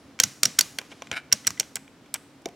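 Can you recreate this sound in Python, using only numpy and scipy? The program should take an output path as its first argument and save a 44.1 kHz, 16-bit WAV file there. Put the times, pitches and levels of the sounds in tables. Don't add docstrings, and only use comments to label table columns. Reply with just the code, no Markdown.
import sys
import numpy as np
from scipy import signal
from scipy.fft import rfft, irfft
from scipy.io import wavfile
from scipy.ndimage import uniform_filter1d

SR = 44100
rng = np.random.default_rng(int(sys.argv[2]) if len(sys.argv) > 2 else 0)


def wrap_up_sound(samples):
    columns = np.atleast_2d(samples).T
    tamed = np.clip(columns, -1, 1)
    steps = np.round(tamed * 32767).astype(np.int16)
    wavfile.write(sys.argv[1], SR, steps)


def ratio(d):
    e = np.asarray(d, float) / 20
    return 10 ** e


N = 112454

# f/Hz, level/dB
AIR_TONE = [(25, -29.5), (60, -13.5), (130, -10), (273, -7.5), (380, -12.5), (1400, -20.5), (5570, -30.5),
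            (16500, -48.5)]
# f/Hz, level/dB
AIR_SIDE_TONE = [(50, -9), (200, -16), (2000, -10), (12000, 1.5)]
# f/Hz, width/Hz, level/dB
HUMS = [(277.8, 26, -57.5), (140.7, 8.3, -64), (509, 42, -72.5)]
# f/Hz, level/dB, time to fade by 60 dB/s
METAL_RING = [(5500, -68, .45), (10550, -72, .45)]
# f/Hz, level/dB, time to fade by 60 dB/s
ROOM_BANDS = [(250, -18.5, 0.73), (713.5, -15, .45), (1400, -19.5, 0.48), (3000, -20.5, 0.36),
              (5500, -43, 1), (9640, -38.5, 1), (14100, -27, 0.57)]
# f/Hz, difference/dB
LEFT_LEAN = [(300, 0), (1500, 2), (3000, 0.5), (5500, -1.9), (9000, -2.3), (13000, -7)]
# f/Hz, level/dB
PORT_SCATTER = [(300, -2.5), (2000, -6), (5500, -19), (9000, -9.5), (14000, -9)]
# t/s, level/dB, f/Hz, time to fade by 60 dB/s
DESK_THUDS = [(.2021, -32.5, 155, 0.056), (0.2392, -30, 146.6, 0.13), (0.4354, -30, 242, 0.033),
              (0.4594, -31, 177, 0.12), (0.6106, -40.5, 139, 0.14), (0.786, -33, 782, 0.027),
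              (0.7867, -37.5, 409, 0.051), (.8141, -39, 724, .031), (0.9177, -41, 740, .041),
              (1.0207, -26, 750, 0.022), (1.0211, -38.5, 533, 0.015), (1.1146, -31, 131, 0.081),
              (1.1151, -27.5, 750, 0.028), (1.1154, -29.5, 318, 0.047), (1.3255, -30.5, 157.2, .11),
              (1.4739, -32.5, 146.6, 0.088), (1.5049, -35.5, 129, 0.1), (1.6011, -32, 584, 0.044),
              (1.601, -38.5, 200, 0.085), (1.7581, -35, 615, 0.018), (1.7604, -44, 133, 0.11),
              (1.7687, -36, 1050, 0.027), (2.1414, -38.5, 925, 0.035), (2.1461, -40, 883, .031),
              (2.1576, -38, 1010, 0.024), (2.4586, -18, 492, 0.029), (2.4581, -37.5, 720, 0.02),
              (2.4643, -34, 590, 0.035), (2.477, -40.5, 720, 0.033), (2.481, -38.5, 205, 0.024),
              (2.4897, -37, 505, 0.037)]
# t/s, level/dB
LIGHT_SLIDE = [
    (0.821, -68),
    (0.851, -56),
    (.89, -64),
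    (.92, -48.5),
    (0.934, -60),
    (1.0, -60.5),
    (1.06, -58),
    (1.11, -64),
]
# t/s, level/dB
SCRAPE_LEVEL = [
    (1.113, -65),
    (1.117, -42),
    (1.13, -35.5),
    (1.144, -44),
    (1.156, -40.5),
    (1.168, -33.5),
    (1.178, -36),
    (1.187, -41),
    (1.205, -58),
    (1.22, -71),
]
# t/s, level/dB
SCRAPE_JERKS = [(1.1262, -31), (1.129, -27.5), (1.138, -31), (1.1412, -38.5), (1.144, -30), (1.156, -35),
                (1.162, -30.5), (1.1667, -24), (1.169, -26), (1.1712, -30.5), (1.174, -30), (1.177, -25.5),
                (1.184, -42), (1.192, -46), (1.200, -43)]
# f/Hz, width/Hz, level/dB
SCRAPE_MODES = [(750, 80, -14), (1115, 90, -20.5), (1530, 120, -3), (2270, 110, -3.5), (2880, 150, -8.5),
                (3750, 350, -10.5), (4700, 400, -17.5), (7040, 150, -24.5), (8400, 300, -21.5),
                (11000, 320, -23.5)]
# t/s, level/dB, f/Hz, time to fade by 60 dB/s
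PANEL_RINGS = [(.201, -21, 1570, 0.036), (0.202, -20, 3200, 0.038), (.433, -22.5, 4460, 0.014),
               (0.588, -18.5, 1507, 0.046), (.589, -20.5, 2060, 0.041), (.609, -11.5, 4600, 0.031),
               (.786, -30, 1480, 0.037), (0.785, -35, 2300, 0.017), (0.788, -19, 4440, 0.013),
               (0.785, -30, 3200, 0.015), (1.326, -22.5, 2084, .02), (1.4745, -11.5, 7870, 0.019),
               (2.456, -36.5, 1580, 0.028), (2.4594, -21.5, 500, 0.017), (1.114, -44, 4700, 0.0059),
               (1.3256, -1.5, 5635, 0.019), (1.47, -12.5, 5650, 0.013), (1.5983, -10.5, 5630, .014),
               (1.605, -23, 2810, 0.018), (1.575, -37.5, 2020, 0.038), (1.447, -38, 2000, 0.029),
               (2.457, -28, 3650, 0.018), (1.505, -29, 1140, 0.016)]
# f/Hz, level/dB, time to fade by 60 dB/s
CASE_MODES = [(1080, -13, 0.01244), (1597, -8.5, 0.048), (2123, -13.5, 0.03), (2394, -5, 0.016),
              (2742, -14, 0.019), (3200, 3.5, 0.0043)]
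# f/Hz, level/dB, time to fade by 60 dB/s
KNOB_MODES = [(3940, -24.5, 0.024), (4800, -20.5, 0.0038), (4600, -2, .008), (5060, -17, .008),
              (5786, 5, 0.015), (5950, 14.5, 0.0038), (6420, 4.5, 0.021), (7030, 15, 0.006),
              (7500, -5, 0.0034)]
# f/Hz, level/dB, time to fade by 60 dB/s
FIZZ_MODES = [(7960, 14, 0.0026), (7910, 4, 0.0024), (9060, -5, 0.0042), (9290, 9, 0.002),
              (10870, -16.5, .004), (11030, 0, 0.0049), (12100, -8, 0.0034), (13500, -27, 0.0036),
              (13900, -18, .003)]
# t/s, level/dB, rattle time/ms, case level/dB, fizz level/dB
SMALL_TICKS = [(.190, -30, 0.31, 2.5, -11), (.1975, -46, 0.94, 16, -3), (.234, -18, 1.4, -8, -6),
               (.430, -41, 1.2, 3, -8.5), (.586, -31, 4.2, 11.5, -19), (.793, -41, 3.2, 7, -16),
               (.814, -41.5, 1.3, 6, -2), (.916, -46.5, 13, 15.5, -9), (1.021, -32.5, 0.67, 6, -9),
               (1.070, -42.5, 1.9, 8, -12), (1.317, -35.5, 1.6, 12.5, -12), (1.447, -43.5, 2, 7, -14),
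               (1.464, -43, 2.5, 9, -11), (1.571, -52, 2.5, 9.5, -12), (1.576, -43, 1.4, 4, -12),
               (1.762, -31, 3.3, -0.5, -16), (1.878, -52, 1.95, 10.5, -8), (2.058, -57, 9.5, 10, -3.5),
               (2.146, -28, 3, 3, -3), (2.1565, -40, 1.2, 11.5, -10), (2.486, -44.5, 2.2, 5, 0),
               (2.161, -37, 1, 2, -7), (2.419, -61, 2, -3, 7), (1.629, -45, 1.8, 10.5, -10)]
# t/s, level/dB, rattle time/ms, case level/dB, fizz level/dB
KNOB_SNAPS = [(.200, 0, 0.59, -22, -1.5), (.236, -4, 1.84, -21.5, -4), (.4322, 0, 1.37, -23.5, -1.5),
              (.4535, -4.5, 3.9, -20, -6), (.5885, -0.5, 3.5, -53, -0.5), (.609, -7.5, 2.1, -53, -0.5),
              (1.325, -3, 4.65, -23, -3), (1.469, -12, 2.24, -24, 2.5), (1.4745, -7.5, 0.71, -9, -10),
              (1.505, -23.5, 0.62, -9, -5.5), (1.5975, -10, 2.56, -28.5, -1.5),
              (1.606, -22, 1.5, -2.5, -12.5), (1.756, -25.5, 2.7, -19, 9.5), (1.7675, -30, 0.62, 5.5, -4),
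              (2.1405, -22.5, 2.55, -38, 8), (.786, -20.5, 1.3, 4.5, -1), (1.114, -23, 1.4, 6.5, -9),
              (2.457, -24.5, 1.24, -3.5, -7)]

LEFT_RIGHT = np.array([[1], [-1]])


def unit(x):
    return x / np.sqrt(np.mean(x ** 2))


def cut(x, hz, kind, order=2):
    return signal.sosfilt(signal.butter(order, min(hz, .45 * SR), kind, fs=SR, output="sos"), x)


def tint(x, points):
    hz, db = np.array(points, float).T
    f = np.fft.rfftfreq(x.shape[-1], 1 / SR) + 1
    gain = ratio(np.interp(np.log(f), np.log(hz), db))
    return irfft(rfft(x) * gain, x.shape[-1])


def reso(x, hz, width):
    return signal.lfilter(*signal.iirpeak(hz, hz / width, fs=SR), x)


def decay(t, t60):
    return np.exp(-np.log(1000) * t / t60)


def walk(rate):
    k = int(SR / rate)
    steps = np.repeat(rng.standard_normal(N // k + 1), k)
    return unit(uniform_filter1d(steps, k)[:N])


def add(out, s, x):
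    i = int(s * SR)
    out[i:i + len(x)] += x[:N - i]


def air():
    level_db = -55
    mid = unit(tint(rng.standard_normal(N), AIR_TONE)) * ratio(level_db + 1.0 * walk(5.1))
    side = unit(tint(rng.standard_normal(N), AIR_TONE))
    side = tint(side, AIR_SIDE_TONE) * ratio(level_db)
    hum = sum(ratio(db) * unit(reso(rng.standard_normal(N), hz, width)) for hz, width, db in HUMS)
    return mid + hum + side * LEFT_RIGHT


def metal_ring(t):
    return sum(ratio(db) * np.sin(2 * np.pi * hz * t) * decay(t, t60) for hz, db, t60 in METAL_RING)


def room(x):
    early_db, early_t60_s, side_db = -42.5, 0.048, -15.5
    t = np.arange(SR // 2) / SR
    noise = rng.standard_normal((2, len(t)))
    tail = sum(ratio(db - 34) * reso(noise, hz, 1.076 * hz) * decay(t, t60) for hz, db, t60 in ROOM_BANDS)
    tail = tail + ratio(early_db) * noise * decay(t, early_t60_s)
    tail = tail * np.minimum(t / 0.012, 1)
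    mid, side = signal.fftconvolve(x[None], tail, axes=1)[:, :N]
    return mid + ratio(side_db) * side * LEFT_RIGHT


def stereo_ports(near):
    lean = np.array(LEFT_LEAN)
    direct = np.array([tint(near, lean * [1, side / 2]) for side in (1, -1)])
    scatter = np.diff(rng.standard_normal(40))
    scatter = np.convolve(near, scatter / np.linalg.norm(scatter))[:N]
    return direct + tint(scatter, PORT_SCATTER) * LEFT_RIGHT


def thuds():
    out, t = np.zeros(N), np.arange(9000) / SR
    for s, db, hz, t60 in DESK_THUDS:
        tones = sum(np.sin(2 * np.pi * hz * k * t) for k in (.75, .9, 1.1, 1.35))
        rise = np.minimum(t * hz, 1)
        add(out, s, ratio(db - 2.0) * tones * decay(t, t60) * rise)
    return cut(out, 99.7, "high")


def level_over(t, points):
    return ratio(np.interp(t, *np.array(points).T, left=-120, right=-120))


def slide(t):
    hz, width_hz = 3000, 9700
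    whisper = reso(rng.standard_normal(N), hz, width_hz)
    return unit(cut(whisper, 2 * hz, "low")) * level_over(t, LIGHT_SLIDE)


def scrape(t):
    rough_db, top_hz = 0, 12500
    grains = rng.standard_normal(N) * ratio(rough_db * walk(400))
    grains = unit(cut(grains, top_hz, "low", order=6)) * level_over(t, SCRAPE_LEVEL)
    for s, db in SCRAPE_JERKS:
        add(grains, s, ratio(db + 15) * cut(np.hanning(5), top_hz, "low"))
    body = np.zeros(N)
    for hz, width, db in SCRAPE_MODES:
        even = np.sqrt(SR / width / 20)
        body += ratio(db + 4.5) * even * reso(reso(grains, hz, 2 * width), hz, 4 * width)
    rub = cut(reso(grains, 2530, 4100), 600, "high")
    return body + ratio(-14) * rub


def panels():
    out, t = np.zeros(N), np.arange(4000) / SR
    for s, db, hz, t60 in PANEL_RINGS:
        rise = np.minimum(t / .0006, 1)
        add(out, s, ratio(db) * np.sin(2 * np.pi * hz * t) * decay(t, t60) * rise)
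    return out


def ring(modes, chance, t):
    scatter_db, detune, longest_t60_s = 2, .02, .016
    hz, db, t60 = np.array(modes, float).T[:, :, None]
    size, pitch = chance[:len(modes)].T[:, :, None]
    tones = np.sin(2 * np.pi * hz * (1 + detune * pitch) * t)
    fade = decay(t, np.minimum(t60, longest_t60_s))
    return np.sum(ratio(db + scatter_db * size) * fade * tones, axis=0)


def contacts(rattle, ms):
    rise_ms, fall_ms, sag_db, scatter_db = .25, 1, 2, 5
    settle_db, settle_ms, settle_rough_db, settle_top_hz = -11, 4.2, 2.5, 7000
    hits, sizes, wander, loose = rng.standard_normal((4, len(ms)))

    shape = np.minimum(ms / rise_ms, 1) * ratio(-sag_db * ms / rattle)
    shape = shape * np.exp(-np.maximum(ms - rattle, 0) / fall_ms)
    spectrum = rfft(shape * hits * ratio(scatter_db * sizes))
    run = irfft(spectrum / np.sqrt(uniform_filter1d(np.abs(spectrum) ** 2, size=40)))

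    rough = settle_rough_db * unit(uniform_filter1d(wander, size=60))
    chatter = ratio(settle_db + rough) * np.exp(-ms / settle_ms) * cut(loose, settle_top_hz, "low")
    return run / np.abs(run).max() * 4 + chatter


def plastic_strike(db, case_db, fizz_db, t):
    knob_top_hz, case_top_hz, thin_hz = 9700, 4170, 1400
    hard_hz, softer_per_db = 18400, 0.01
    body_db, body_hz, body_t60_s = -26.5, 414, 0.11
    chance = rng.standard_normal((3, 9, 2))
    knob = cut(ring(KNOB_MODES, chance[0], t), knob_top_hz, "low")
    case = cut(ring(CASE_MODES, chance[1], t), case_top_hz, "low")
    fizz = ring(FIZZ_MODES, chance[2], t)
    strike = unit(knob) + ratio(case_db) * unit(case) + ratio(fizz_db) * unit(fizz)
    strike = ratio(db - 17.5) * strike
    strike = cut(strike, hard_hz * ratio(softer_per_db * db), "low", order=3)
    strike = cut(strike, thin_hz, "high", order=4)
    knock = reso(rng.standard_normal(len(t)), body_hz, body_hz) * decay(t, body_t60_s)
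    return strike + ratio(db + body_db - 16.5) * unit(knock)


def clicks(rows):
    near, far, t = np.zeros(N), np.zeros(N), np.arange(2048) / SR
    for s, db, rattle, case_db, fizz_db in rows:
        touch = contacts(rattle, 1000 * t)
        strike = plastic_strike(db, case_db, fizz_db, t)
        add(near, s, signal.fftconvolve(touch[:1900] / np.linalg.norm(touch), strike))
        blend = irfft(np.sqrt(uniform_filter1d(np.abs(rfft(strike)) ** 2, size=30)))
        add(far, s, np.roll(blend, 128)[:256] * np.hanning(256))
    return np.array([near, far])


def scene():
    t = np.arange(N) / SR
    near, far = clicks(KNOB_SNAPS) + clicks(SMALL_TICKS) + thuds()
    rub = scrape(t) + slide(t)
    near = near + panels() + rub
    far = far + ratio(-1) * rub
    return stereo_ports(near) + room(far) + air() + metal_ring(t)


def top_cut(x):
    return signal.sosfilt(signal.butter(12, 16950, fs=SR, output="sos"), x)


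def record(dry):
    ceiling, top_hz, mic_low_hz = .8, 16300, 45
    x = ceiling * np.tanh(dry / ceiling)
    x = signal.sosfilt(signal.ellip(8, .2, 70, top_hz, fs=SR, output="sos"), x)
    x = cut(x, mic_low_hz, "high")
    return top_cut(x)


dry = scene()
out = record(dry)
wrap_up_sound(out)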